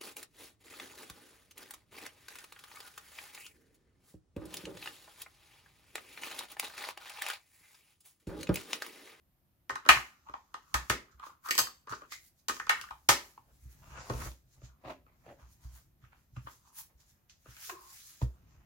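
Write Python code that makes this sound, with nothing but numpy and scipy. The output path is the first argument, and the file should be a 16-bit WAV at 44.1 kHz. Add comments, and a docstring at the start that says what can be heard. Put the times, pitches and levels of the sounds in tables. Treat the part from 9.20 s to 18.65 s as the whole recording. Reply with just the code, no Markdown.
"""Batteries and a lid click into the hollow plastic shell of a scale lying on a desk, in a small quiet room:
bursts of micro-impacts ring the shell modes. Then hands slide the scale over the mat, lift it and turn it over:
random slips rub as skin and scrape the shell, uneven jerks judder, and the low modes of the desk top boom.
Late on, the plate is slapped into the hand and flutters over a hollow note until the grip lets go.
Sparse echoes and a steady faint hush of shaped noise lie under it all."""
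import sys
import numpy as np
from scipy import signal
from scipy.fft import rfft, irfft
from scipy.io import wavfile
from scipy.ndimage import uniform_filter1d

SR = 44100
rng = np.random.default_rng(int(sys.argv[2]) if len(sys.argv) > 2 else 0)


def wav_record(signal):
    """Record a signal, one row per channel, as 16-bit PCM in the file named by sys.argv[1]."""
    frames = np.transpose(np.atleast_2d(signal))
    bounded = np.clip(frames, -1, 1)
    # unit amplitude maps onto the largest positive 16-bit level
    quanta = np.round(bounded * 32767).astype(np.int16)
    wavfile.write(sys.argv[1], SR, quanta)


def boost_factor(decibels):
    """Convert a level in decibels to a linear amplitude factor."""
    exponent = np.asarray(decibels, float) / 20
    return 10 ** exponent


N = 416744


def evened(x):
    """Scales to rms 1."""
    return x / np.sqrt(np.mean(x ** 2) + 1e-20)


def read(points, hz):
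    """Value of a spectrum at hz, on a log axis."""
    f, value = np.transpose(points)
    return np.interp(np.log(hz + 1), np.log(f + 1), value)


def add(mix, s, sound):
    """Mixes a sound in at time s."""
    part = mix[:, round(s * SR):][:, :sound.shape[1]]
    part += sound[:, :part.shape[1]]


# Left-right likeness of diffuse sound. Each row: frequency in Hz, likeness 0 to 1.
ALIKE = [(60, 0.86), (290, 0.58), (640, 1), (1200, 0.), (8000, 0.071)]


def likened(first, other, hz):
    """Pairs two unrelated spectra, alike as far as diffuse sound is at each frequency."""
    same = read(ALIKE, hz)
    return np.array([first, same * first + np.sqrt(1 - same ** 2) * other])


def diffuse(x, gain, size=512):
    """Colours two unrelated channels by gain(hz, t) and makes them alike in the bass."""
    hz, t, z = signal.stft(x, SR, nperseg=size, noverlap=3 * size // 4)
    z = likened(z[0], z[1], hz[:, None]) * gain(hz[:, None], t)
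    return signal.istft(z, SR, nperseg=size, noverlap=3 * size // 4)[1][:, :x.shape[1]]


def near(hz, centre_hz, octaves):
    """The place of contact favours the modes near one pitch."""
    return np.exp(-.5 * (np.log2((hz + 1) / centre_hz) / octaves) ** 2)


def response(modes, hz):
    """Complex response of each resonant mode, one row a mode."""
    f, width, db = np.transpose(modes)[:, :, None]
    return boost_factor(db) * 1j * hz * width / (f ** 2 - hz ** 2 + 1j * hz * width)


def chatter(noise, t, decay_s):
    """Spectrum of a burst of micro-impacts, nearly even over frequency."""
    z = rfft(noise * np.exp(-t / decay_s))
    even = irfft(z / (abs(z) + 0.12 * abs(z).mean()))
    return rfft(even * np.exp(-t / (4 * decay_s)))


def stroke(t, s, db, rise_s, fall_s):
    """Gain of one stroke, straight in dB up to its peak and down; rise and fall are times for 20 dB."""
    return boost_factor(db - 20 * np.maximum((s - t) / rise_s, (t - s) / fall_s))


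def strokes(rows, t):
    """Summed gain of overlapping strokes, and their last column weighted by power."""
    s, db, rise_s, fall_s, value = np.transpose(rows)[:, :, None]
    power = stroke(t, s, db, rise_s, fall_s) ** 2 + 1e-30
    return np.sqrt(power.sum(0)), (power * value).sum(0) / power.sum(0)


def patchy(hz, t, db):
    """The colour drifts at random, in soft patches of time and pitch."""
    field = rng.standard_normal((len(hz), len(t)))
    field = uniform_filter1d(uniform_filter1d(field, size=6, axis=0), size=40, axis=1)
    return boost_factor(db * evened(field))


def grit(per_s, spread_db):
    """Tiny slips of uneven size at random times, two unrelated channels, rms 1."""
    slips = (rng.random((2, N)) < per_s / SR) * rng.standard_normal((2, N))
    return evened(slips * boost_factor(spread_db * np.minimum(rng.exponential(1, N), 4)))


# Hard contacts. Each row: time in seconds, ring peak in dB, centre of the ring in Hz,
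# crack in dB above the ring, low knock in dB above the ring.
CLICKS = [(0.495, -24, 1278, -13, -21.5), (0.505, -27, 1230, -10, -12.5), (0.556, -29.5, 1258, -6, -25.5),
          (0.652, -42, 1214, -20, -13.5), (0.662, -34, 1301, -5.5, -3.5), (0.689, -3.5, 1654, -5.5, -25.5),
          (0.76, -33, 1071, -19, -26), (0.77, -22.5, 1322, -16, -35), (1.087, -42.5, 1079, -28, -27.5),
          (1.096, -43.5, 1264, -18, -5.5), (1.138, -32, 1035, -26, -21.5), (1.342, -30, 1131, -9.5, -23.5),
          (1.542, -21, 1250, -0.5, -20.5), (1.698, -16, 1559, -5.5, -13), (1.997, -41.5, 1210, -38, -23),
          (2.066, -40.5, 1150, -15.5, -13), (2.26, -34.5, 1200, -16, -31), (2.287, -30.5, 1264, -3, -20),
          (2.308, -22, 2166, 4, -18.5), (2.352, -38, 1010, 15.5, -8.5), (2.379, -24.5, 1420, 8, -19),
          (2.388, -20.5, 1130, 7, -14.5), (2.469, -36, 1260, -27.5, -37.5), (2.672, -43, 1081, -11, -9.5),
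          (2.723, -34, 1220, -11, -8), (2.819, -45.5, 1202, -34, -6), (2.92, -40, 1390, 0, -20.5),
          (3.284, -28, 1200, 5, -17.5), (3.293, -26.5, 1312, -3, -12.5), (3.366, -43.5, 1150, -0.5, -7),
          (3.398, -29.5, 1463, -10.5, -28), (3.468, -33.5, 1291, -6.5, -23.5),
          (3.494, -15.5, 1497, -7, -30.5), (3.613, -38, 2932, 7, -21.5), (3.638, -39.5, 1248, -16, -24),
          (3.687, -44.5, 1610, -16.5, -27.5), (3.708, -33.5, 1048, -11.5, -28),
          (3.889, -8.5, 1030, -1, -19), (4.177, -42, 950, -31, -17), (4.528, -72, 790, 10, -10.5),
          (4.898, -30.5, 1150, -6.5, 4), (4.937, -41, 905, -1, -4), (4.985, -50.5, 1050, -20, 7),
          (5.022, -40, 1100, -15, -5), (5.06, -49.5, 950, -20, 6.5), (5.117, -56, 940, 6, -6),
          (5.418, -61, 1287, -5, 7), (5.865, -62.5, 1230, -10.5, 0.5), (6.065, -52, 700, -15, 4),
          (6.192, -64, 1127, -3, 2), (6.84, -56.5, 1348, -24, -19.5), (6.93, -57.5, 1026, -27.5, -27.5),
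          (7.167, -48.5, 1185, -17, -10), (7.27, -39, 1036, -27, -13), (8.097, -59, 2900, 8.5, -26.5),
          (8.258, -54.5, 1360, -7.5, 3), (8.367, -51, 1490, 4, -24), (8.496, -43.5, 1090, 8, -31),
          (9.016, -41, 1010, -7.5, 5)]
# Modes of the plastic shell. Each row: frequency in Hz, width in Hz, relative level in dB.
SHELL = [(538.7, 180, -8.5), (700, 180, -5.5), (836, 110, 0), (1010, 190, 3.5), (1124, 260, 2.5),
         (1250, 87, 3), (1480, 85, -3.5), (1650, 130, -3.5), (1830, 110, 0), (2130, 170, -2),
         (2323, 250, -4), (2574, 140, -2), (2900, 790, -1.5), (3200, 1600, -6), (3820, 130, -9),
         (4250, 350, -13.5), (4770, 450, -13)]
# Crack spectrum. Each row: frequency in Hz, relative level in dB per Hz.
CRACK = [(1470, -32.5), (2500, -3), (3270, -2), (3710, -2.5), (6450, -1.5), (10200, -10.5), (12000, -5.5),
         (12900, -17), (15700, -11.5), (16500, -22.5)]
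# The whole shell flexing. Each row: frequency in Hz, relative level in dB per Hz.
KNOCK = [(150, -4), (250, 7), (400, 8.5), (650, 5.5), (1000, -53)]
# Modes of the loose lid. Each row: frequency in Hz, width in Hz, relative level in dB among themselves.
LID = [(3085, 30, -9.5), (4560, 60, 1.5), (5030, 48, -0.5), (5250, 19, -17), (6310, 73, -3),
       (7710, 480, -10), (11750, 79, -3), (12650, 100, -7.5), (14800, 120, -8)]
LID_LOOSE_START_S, LID_LOOSE_END_S = 2.27, 2.95  # the lid clatters on the mat
CRACK_TOP_HZ = 9000  # where a middling crack turns dull; harder ones reach higher
RATTLE_DB, RATTLE_DB_PER_DB = -0.5, 0.13  # room feed over the click; harder blows rattle on more


def clicks(size=4096):
    """Milliseconds of chatter ring the shell, with a bright crack and a low knock; row 3 feeds the room."""
    t, hz = np.arange(size) / SR, np.fft.rfftfreq(size, 1 / SR)
    out = np.zeros((3, N))
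    modes, mode_hz = response(SHELL, hz), np.transpose(SHELL)[0]
    signs = (-1) ** np.arange(len(SHELL))
    late = np.exp(-2j * np.pi * hz * .002)  # 2 ms delay, undone when mixed in
    for s, db, ring_hz, crack_db, knock_db in CLICKS:
        noise = rng.standard_normal((5, size))
        strength_db = db + 30
        # harder blows chatter longer and wake more modes
        length_s = .0016 * boost_factor(0.38 * strength_db)
        octaves = 0.35 * boost_factor(0.38 * strength_db)
        weights = (near(mode_hz, ring_hz, octaves) + 0.084) * signs
        left, other = chatter(noise[:2], t, length_s)
        ring = irfft(likened(left, other, hz) * (weights @ modes) * late)

        bright = boost_factor(read(CRACK, hz))
        if LID_LOOSE_START_S < s < LID_LOOSE_END_S:
            bright = bright + 4 * response(LID, hz).sum(0)
        tick = chatter(noise[2:4], t, .0004)  # the first touch is a single sharp tick
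        burst = chatter(noise[2:4], t, 2.8 * length_s) + 0.26 * tick
        top_hz = CRACK_TOP_HZ * boost_factor(0.9 * (strength_db + crack_db + 8.5))
        crack = irfft(burst * bright * late / (1 + (hz / top_hz) ** 2))

        flex = chatter(noise[4:], t, 0.0045) * boost_factor(read(KNOCK, hz))
        knock = irfft(flex * late ** 2)  # 2 ms behind the ring
        click = np.zeros((2, size))
        for part_db, part in ((0, ring), (crack_db, crack), (knock_db, knock)):
            peak = max(abs(part.mean(0)).max(), abs(part).max() / 2)
            click += boost_factor(db + part_db) * part / peak
        rattle = boost_factor(RATTLE_DB + RATTLE_DB_PER_DB * (strength_db - 20)) * click[:1]
        add(out, s - .002, np.vstack([click, rattle]))
    return out[:2], out[2]


def scrape(rows, octaves, per_s, spread_db):
    """Slips excite the shell modes around a wandering pitch."""
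    def gain(hz, t):
        level, centre_hz = strokes(rows, t)
        focus = near(hz, centre_hz, octaves) + 0.46 * octaves * near(hz, 1500, octaves=0.93)
        shell = abs(response(SHELL, hz[:, 0])).sum(0)[:, None]
        colour = (shell + 4.5) * focus
        return level * patchy(hz, t, db=3.0) * colour / np.sqrt((colour ** 2).mean(0))
    return diffuse(grit(per_s, spread_db), gain)


# Each row: peak time in seconds, level in dB, rise in seconds, fall in seconds, centre of the ring in Hz.
GRAZES = [(.548, -50, 0.038, 0.11, 1250), (.67, -42, 0.038, 0.17, 1410), (1.074, -53.5, 0.022, 0.039, 1030),
          (1.612, -56.5, 0.26, 0.12, 1180), (1.9, -67, 0.094, 0.24, 1300), (2.0, -54.5, .012, 0.043, 1163),
          (2.038, -41, .03, .09, 1160), (2.256, -39.5, 0.017, 0.075, 1250), (2.5, -68, 0.105, .1, 1190),
          (2.68, -49, 0.0079, 0.082, 1244), (2.732, -34.5, 0.027, 0.018, 1210),
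          (2.848, -54, 0.12, 0.029, 1220), (2.925, -44.5, 0.018, 0.055, 2050), (3.582, -49, .1, .13, 1363),
          (5.5, -69.5, 0.04, 0.15, 1200), (6.02, -81, 0.079, 0.091, 1180), (7.474, -67, 0.083, 0.11, 1054),
          (7.61, -66.5, 0.11, 0.052, 990)]


def grazes():
    """Narrow grainy shell rings from sparse slips: grazes and the dying tails of clicks."""
    return scrape(GRAZES, octaves=0.24, per_s=830, spread_db=3.0)


# Each row: peak time in seconds, level in dB, rise in seconds, fall in seconds, centre of the ring in Hz.
SLIDES = [(3.48, -53.5, 0.012, 0.083, 1600), (4.3, -76.5, .1, 0.14, 612), (4.534, -76, 0.18, 0.086, 1650),
          (4.635, -63.5, 0.036, .2, 622), (4.776, -50.5, 0.13, 0.11, 756), (4.86, -54.5, .15, .15, 630),
          (4.9, -47, 0.026, 0.11, 585), (5.02, -45, 0.091, 0.06, 1000), (5.08, -49, .1, 0.017, 920),
          (5.37, -71.5, 0.018, 0.082, 597), (5.44, -68.5, 0.027, 0.11, 850),
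          (5.648, -51.5, 0.0067, 0.091, 563), (5.704, -42.5, 0.054, 0.035, 600),
          (5.868, -70, 0.0099, 0.22, 685), (6.09, -55.5, 0.061, 0.067, 607), (6.198, -65.5, .03, 0.16, 880),
          (6.44, -71.5, 0.047, 0.21, 1203), (6.58, -68.5, 0.26, 0.063, 1291),
          (6.846, -65.5, 0.042, 0.078, 1350), (6.93, -62.5, 0.021, .1, 1230),
          (7.166, -55, 0.0082, 0.065, 1220), (7.272, -51, 0.012, 0.057, 990), (7.71, -69, .025, 0.046, 575),
          (7.8, -78.5, .05, 0.46, 985), (8.102, -70.5, 0.016, 0.047, 2177),
          (8.265, -63.5, 0.016, 0.25, 1340), (8.375, -70, 0.01, .2, 1790), (8.44, -58, 0.14, 0.034, 2250),
          (8.498, -39.5, 0.0063, 0.015, 1180), (8.54, -73, 0.041, 0.1, 670),
          (8.75, -72.5, 0.098, 0.14, 1500), (8.96, -68.5, 0.23, 0.051, 2380),
          (9.016, -48.5, 0.0058, 0.041, 496), (9.346, -72.5, 0.74, 0.67, 1000)]


def slides():
    """The whole scale is dragged or gripped: denser slips, a wide ring."""
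    return scrape(SLIDES, octaves=0.79, per_s=1400, spread_db=1.0)


# Skin and sleeve sliding. Each row: peak time in seconds, level in dB, rise in seconds, fall in seconds,
# air above about 8 kHz in dB relative to the body.
RUBS = [(.718, -46, 0.035, .14, -2.5), (1.16, -72.5, 0.33, 0.19, -20), (1.704, -64, 0.38, 0.11, -4),
        (1.914, -69, 0.0085, 0.061, -30), (2.064, -61, 0.054, 0.07, -3.5), (2.26, -54.5, .025, 0.075, 2),
        (2.41, -49.5, 0.073, 0.062, 7.5), (2.7, -53.5, 0.015, 0.11, -6.5), (2.752, -52, 0.034, 0.023, -21),
        (2.924, -45.5, .02, 0.058, -6.5), (3.072, -68, .3, 0.053, 4), (3.194, -72.5, 0.056, 0.062, -2),
        (3.342, -51, 0.029, 0.13, -7.5), (3.578, -66.5, .055, 0.34, 1.5), (4.05, -67, 0.22, .2, 1.5),
        (4.35, -77.5, 0.13, .3, 1.5), (4.44, -76, 0.093, 0.091, 7.5), (4.52, -70, 0.07, 0.078, 4),
        (4.81, -55.5, 0.09, 0.093, -25.5), (4.9, -55, 0.02, 0.028, -10), (5.06, -51.5, 0.42, 0.091, -2),
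        (5.34, -70, 0.092, 0.076, -5), (5.45, -60.5, 0.05, 0.056, -16), (5.71, -64, 0.076, 0.052, -5),
        (6.12, -75, 0.27, 0.12, -4.5), (6.21, -73, 0.051, 0.34, -8), (6.33, -71, 0.095, .07, 3.5),
        (6.44, -67, 0.058, 0.14, -2.5), (6.56, -62, 0.068, 0.091, 1), (6.84, -78, 0.071, 0.092, -11),
        (6.99, -78.5, .17, 0.14, -5), (7.17, -68.5, 0.047, .07, -11.5), (7.32, -63, 0.14, 0.11, -1),
        (7.48, -69, .1, 0.064, -5), (7.59, -50.5, 0.046, 0.059, 5), (7.81, -68, 0.047, 0.069, -5),
        (7.9, -70.5, 0.1, 0.11, -3), (8.1, -59.5, 0.0091, 0.067, -19.5), (8.31, -63, 0.084, 0.23, -4.5),
        (8.45, -48.5, 0.091, 0.1, -1), (8.51, -52.5, 0.21, 0.042, 1), (8.74, -56.5, 0.19, .3, -0.7),
        (8.62, -67.5, .1, .2, 4.5), (8.9, -60.5, .3, .15, 1.5), (9.03, -56, .07, 0.035, -4.5),
        (9.32, -76.5, 0.16, 0.22, -25)]
# Skin spectrum. Each row: frequency in Hz, relative level in dB per Hz.
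SKIN = [(710, -33), (1200, -7.5), (1690, -5.5), (2760, -8), (6860, 1.5), (8360, -9.5), (11500, -7),
        (15100, -10.5), (16000, -7), (16500, -29)]


def rub():
    """Fine dense slips of skin: a soft hiss whose airiness varies from stroke to stroke."""
    def gain(hz, t):
        level, air_db = strokes(RUBS, t)
        airy = 1 / (1 + (8300 / (hz + 1)) ** 12)
        skin = boost_factor(read(SKIN, hz))
        body, air = (part / np.sqrt((part ** 2).mean()) for part in (skin * (1 - airy), skin * airy))
        return level * patchy(hz, t, db=1.5) * (body + boost_factor(air_db) * air)
    return diffuse(grit(per_s=13000, spread_db=3.0), gain, size=256)


# Rubber and glass juddering over the mat. Each row: start in seconds, end in seconds,
# base rate in slips per second (spacings are 0.46 to 1.2 of its period), full-push jerk peak in dB before scatter.
JUDDERS = [(4.911, 5.086, 55, -47), (5.63, 5.721, 170, -40), (6.055, 6.128, 130, -44.5)]
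# Jerk spectrum. Each row: frequency in Hz, relative level in dB per Hz.
JUDDER = [(150, -2), (300, 9.5), (620, 12.5), (1000, -7.5), (1600, -28), (2400, -9.5), (3500, -20),
          (6000, -55), (12000, -39.5)]


def judder(size=1024):
    """Unevenly spaced stick-slip jerks, growing through the push."""
    train = np.zeros((2, N))
    for start, end, per_s, db in JUDDERS:
        at = start + np.cumsum(rng.uniform(0.46, 1.2, 40) / per_s)
        push = .5 + .5 * (at - start) / (end - start)
        sizes = boost_factor(db + 2.5 * rng.standard_normal(40)) * push
        keep = at < end
        train[:, (at[keep] * SR).astype(int)] = sizes[keep]
    t, hz = np.arange(size) / SR, np.fft.rfftfreq(size, 1 / SR)
    late = np.exp(-2j * np.pi * hz * 0.00286)
    jerk = irfft(chatter(rng.standard_normal((1, size)), t, 0.0022) * boost_factor(read(JUDDER, hz)) * late)
    return signal.fftconvolve(train, jerk / abs(jerk).max(), axes=1)[:, :N]


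# Modes of the slapped plate. Each row: frequency in Hz, width in Hz, relative level in dB.
PLATE = [(950, 27, -5), (1030, 24, 9.5), (1062, 24, 8), (1150, 36, -17)]
SLAP_S, DRUM_S, RELEASE_S = 8.5, 8.535, 8.75  # slap, top of the hollow note, grip let go
DRUM_HZ, DRUM_WIDTH_HZ = 394, 40


def plate():
    """Noise in close modes flutters at random as it dies, until the grip lets go; a hollow note swells under."""
    t, hz = np.arange(N) / SR, np.fft.rfftfreq(N, 1 / SR)
    z = rfft(rng.standard_normal((2, 2, N)))
    high = evened(irfft(z[0] * response(PLATE, hz).sum(0), N))
    hollow = response([(DRUM_HZ, DRUM_WIDTH_HZ, 0)], hz)[0] ** 2
    low = evened(irfft(z[1, 0] * hollow, N))
    release = np.clip((RELEASE_S - t) / 0.021, 0, 1)
    flutter = stroke(t, SLAP_S, db=-51.5, rise_s=0.0073, fall_s=0.347) * release * high
    return flutter + stroke(t, DRUM_S, db=-45, rise_s=.03, fall_s=.035) * low


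# Weight landing on the desk. Each row: time in seconds, first-mode peak in dB, boost of the upper modes in dB.
THUMPS = [(0.515, -59, 6), (0.691, -38.5, -8), (0.76, -47, 5.5), (1.09, -57.5, -5), (1.541, -32.5, -9.5),
          (1.697, -39, 3.5), (1.939, -54, -15.5), (2.401, -57.5, 9.5), (2.702, -58, 12.5), (3.284, -57, -7),
          (3.708, -54, -6), (3.887, -41, 6.5), (4.307, -59.5, -10.5), (4.419, -50.5, -26),
          (4.449, -43.5, -4), (4.706, -49.5, -13.5), (4.898, -40.5, 10.5), (4.939, -31.5, -5),
          (5.061, -36, -6), (5.37, -59, 1), (5.427, -47, 4), (5.489, -55, -5), (5.651, -52.5, 4.5),
          (6.075, -64, 10), (6.219, -48, -23), (6.444, -38.5, -8), (6.311, -60, -10), (6.525, -49, -8),
          (6.828, -56.5, 6), (7.125, -54, 2.5), (7.166, -45, 11.5), (7.243, -51, 4), (7.739, -59.5, -21.5),
          (8.279, -52, 3), (9.02, -24.5, 2.5), (9.367, -55, -4.5)]
# Modes of the desk top. 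Each row: frequency in Hz, relative level in dB, undamped t60 in seconds.
DESK = [(61.7, -1.5, 0.36), (77, -10, 0.15), (122.7, 1.5, 0.13), (195, -18, 0.12), (242, -16, 0.093),
        (312, -20, 0.096)]
# Low murmur of the desk top, faint thumps included. Each row: time in seconds, level in dB.
MURMUR = [(0.0, -76.5), (1.47, -78), (1.6, -52.5), (1.72, -71), (2.05, -77), (2.97, -73.5), (3.3, -79),
          (3.47, -64), (3.87, -73.5), (4.42, -67), (4.8, -52), (4.92, -62), (5.03, -42), (5.16, -68.5),
          (6.5, -66.5), (7.5, -71.5), (9.0, -74), (9.2, -59.5), (9.45, -65)]
THUMP_RISE_S = .013
THUMP_STOP_S = .16  # the hands damp the desk: 20 dB more is lost by then


def desk():
    """Soft blows ring the low modes of the desk top; noise through the same modes, heavily damped, murmurs."""
    t, out = np.arange(SR // 2) / SR, np.zeros((2, N))
    hz, db, t60_s = np.transpose(DESK)[:, :, None]
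    lead = np.array([.2, -.2])[:, None, None]  # radians: left leads right slightly in phase
    tones = boost_factor(db) * np.sin(2 * np.pi * hz * t + lead)
    rings = tones * boost_factor(-60 * t / t60_s - 20 * (t / THUMP_STOP_S) ** 2)
    rise = 1 - np.exp(-(t / THUMP_RISE_S) ** 2)
    first_peak = abs(rings[0, 0] * rise).max()
    for s, peak_db, upper_db in THUMPS:
        blow = rings[:, 0] + boost_factor(upper_db) * rings[:, 1:].sum(1)
        add(out, s - .004, boost_factor(peak_db) * blow * rise / first_peak)
    damped = (tones * np.exp(-t / 0.0067) * boost_factor(-.03 * hz)).sum(1)
    murmur = signal.fftconvolve(rng.standard_normal((1, N)), damped, axes=1)[:, :N]
    murmur_db = np.interp(np.arange(N) / SR, *np.transpose(MURMUR))
    return (out + boost_factor(murmur_db) * evened(murmur)) * boost_factor([[-.5], [.5]])  # right 1 dB louder


# Decay of the first echoes. Each row: frequency in Hz, t60 in seconds.
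ROOM = [(250, 0.37), (1000, 0.13), (2000, 0.23), (5000, 0.21), (12000, 0.16)]
LATE_DB, LATE_T60_S = -21.5, 0.43  # a weak slower tail under the first echoes


def room(x, count=3):
    """Sparse echoes, each band dying at its own speed; slow turns share the sound among several tails."""
    def decay(hz, t):
        early = boost_factor(-60 * t / read(ROOM, hz))
        return (early + boost_factor(LATE_DB - 60 * t / LATE_T60_S)) * np.minimum(t / 0.0011, 1)
    out, turn = np.zeros((2, N)), np.arange(N) / SR * 2.3
    slots = np.arange(120, SR // 2 - 10, 10)
    for k in range(count):
        taps = np.zeros((2, SR // 2))
        at = slots + rng.integers(0, 10, (2, len(slots)))
        np.put_along_axis(taps, at, rng.choice([-1., 1.], at.shape), 1)
        tail = diffuse(taps, decay, size=128)
        share = np.sqrt(2 / count) * np.cos(np.pi * (turn + k / count))
        out += signal.fftconvolve((x * share)[None], tail / np.linalg.norm(tail[0]), axes=1)[:, :N]
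    return out


# Room tone and microphone hiss. Each row: frequency in Hz, relative level in dB per Hz.
HUSH = [(15, -34.5), (25, -9.5), (53, 1.5), (95, -10), (131, -16.5), (214, -10.5), (232, -26), (259, -11.5),
        (304, -24.5), (349, -11.5), (378, -26.5), (600, -23), (8370, -38.5), (14800, -25), (16500, -50.5)]
HUSH_DB = -74


def hush():
    """Steady faint background: noise shaped by one fixed spectrum."""
    noise = diffuse(rng.standard_normal((2, N)), lambda hz, t: boost_factor(read(HUSH, hz)), size=2048)
    return boost_factor(HUSH_DB) * evened(noise)


def scene():
    """Hard and soft contacts with their room, over the desk and the hush."""
    hard, rattling = clicks()
    soft = grazes() + slides() + rub() + judder() + plate()
    echoes = room(rattling + boost_factor(-7.5) * soft[0])
    return hard + soft + echoes + desk() + hush()


def roll_off(x):
    """The treble ends steeply here."""
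    return signal.sosfilt(signal.butter(12, 16970, fs=SR, output="sos"), x)


def record(dry):
    """The microphones drop the deepest bass; peaks clip at full scale."""
    heard = signal.sosfilt(signal.butter(2, 42, "high", fs=SR, output="sos"), dry)
    return roll_off(np.clip(heard, -1, 1))


dry = scene()
out = record(dry)
wav_record(out)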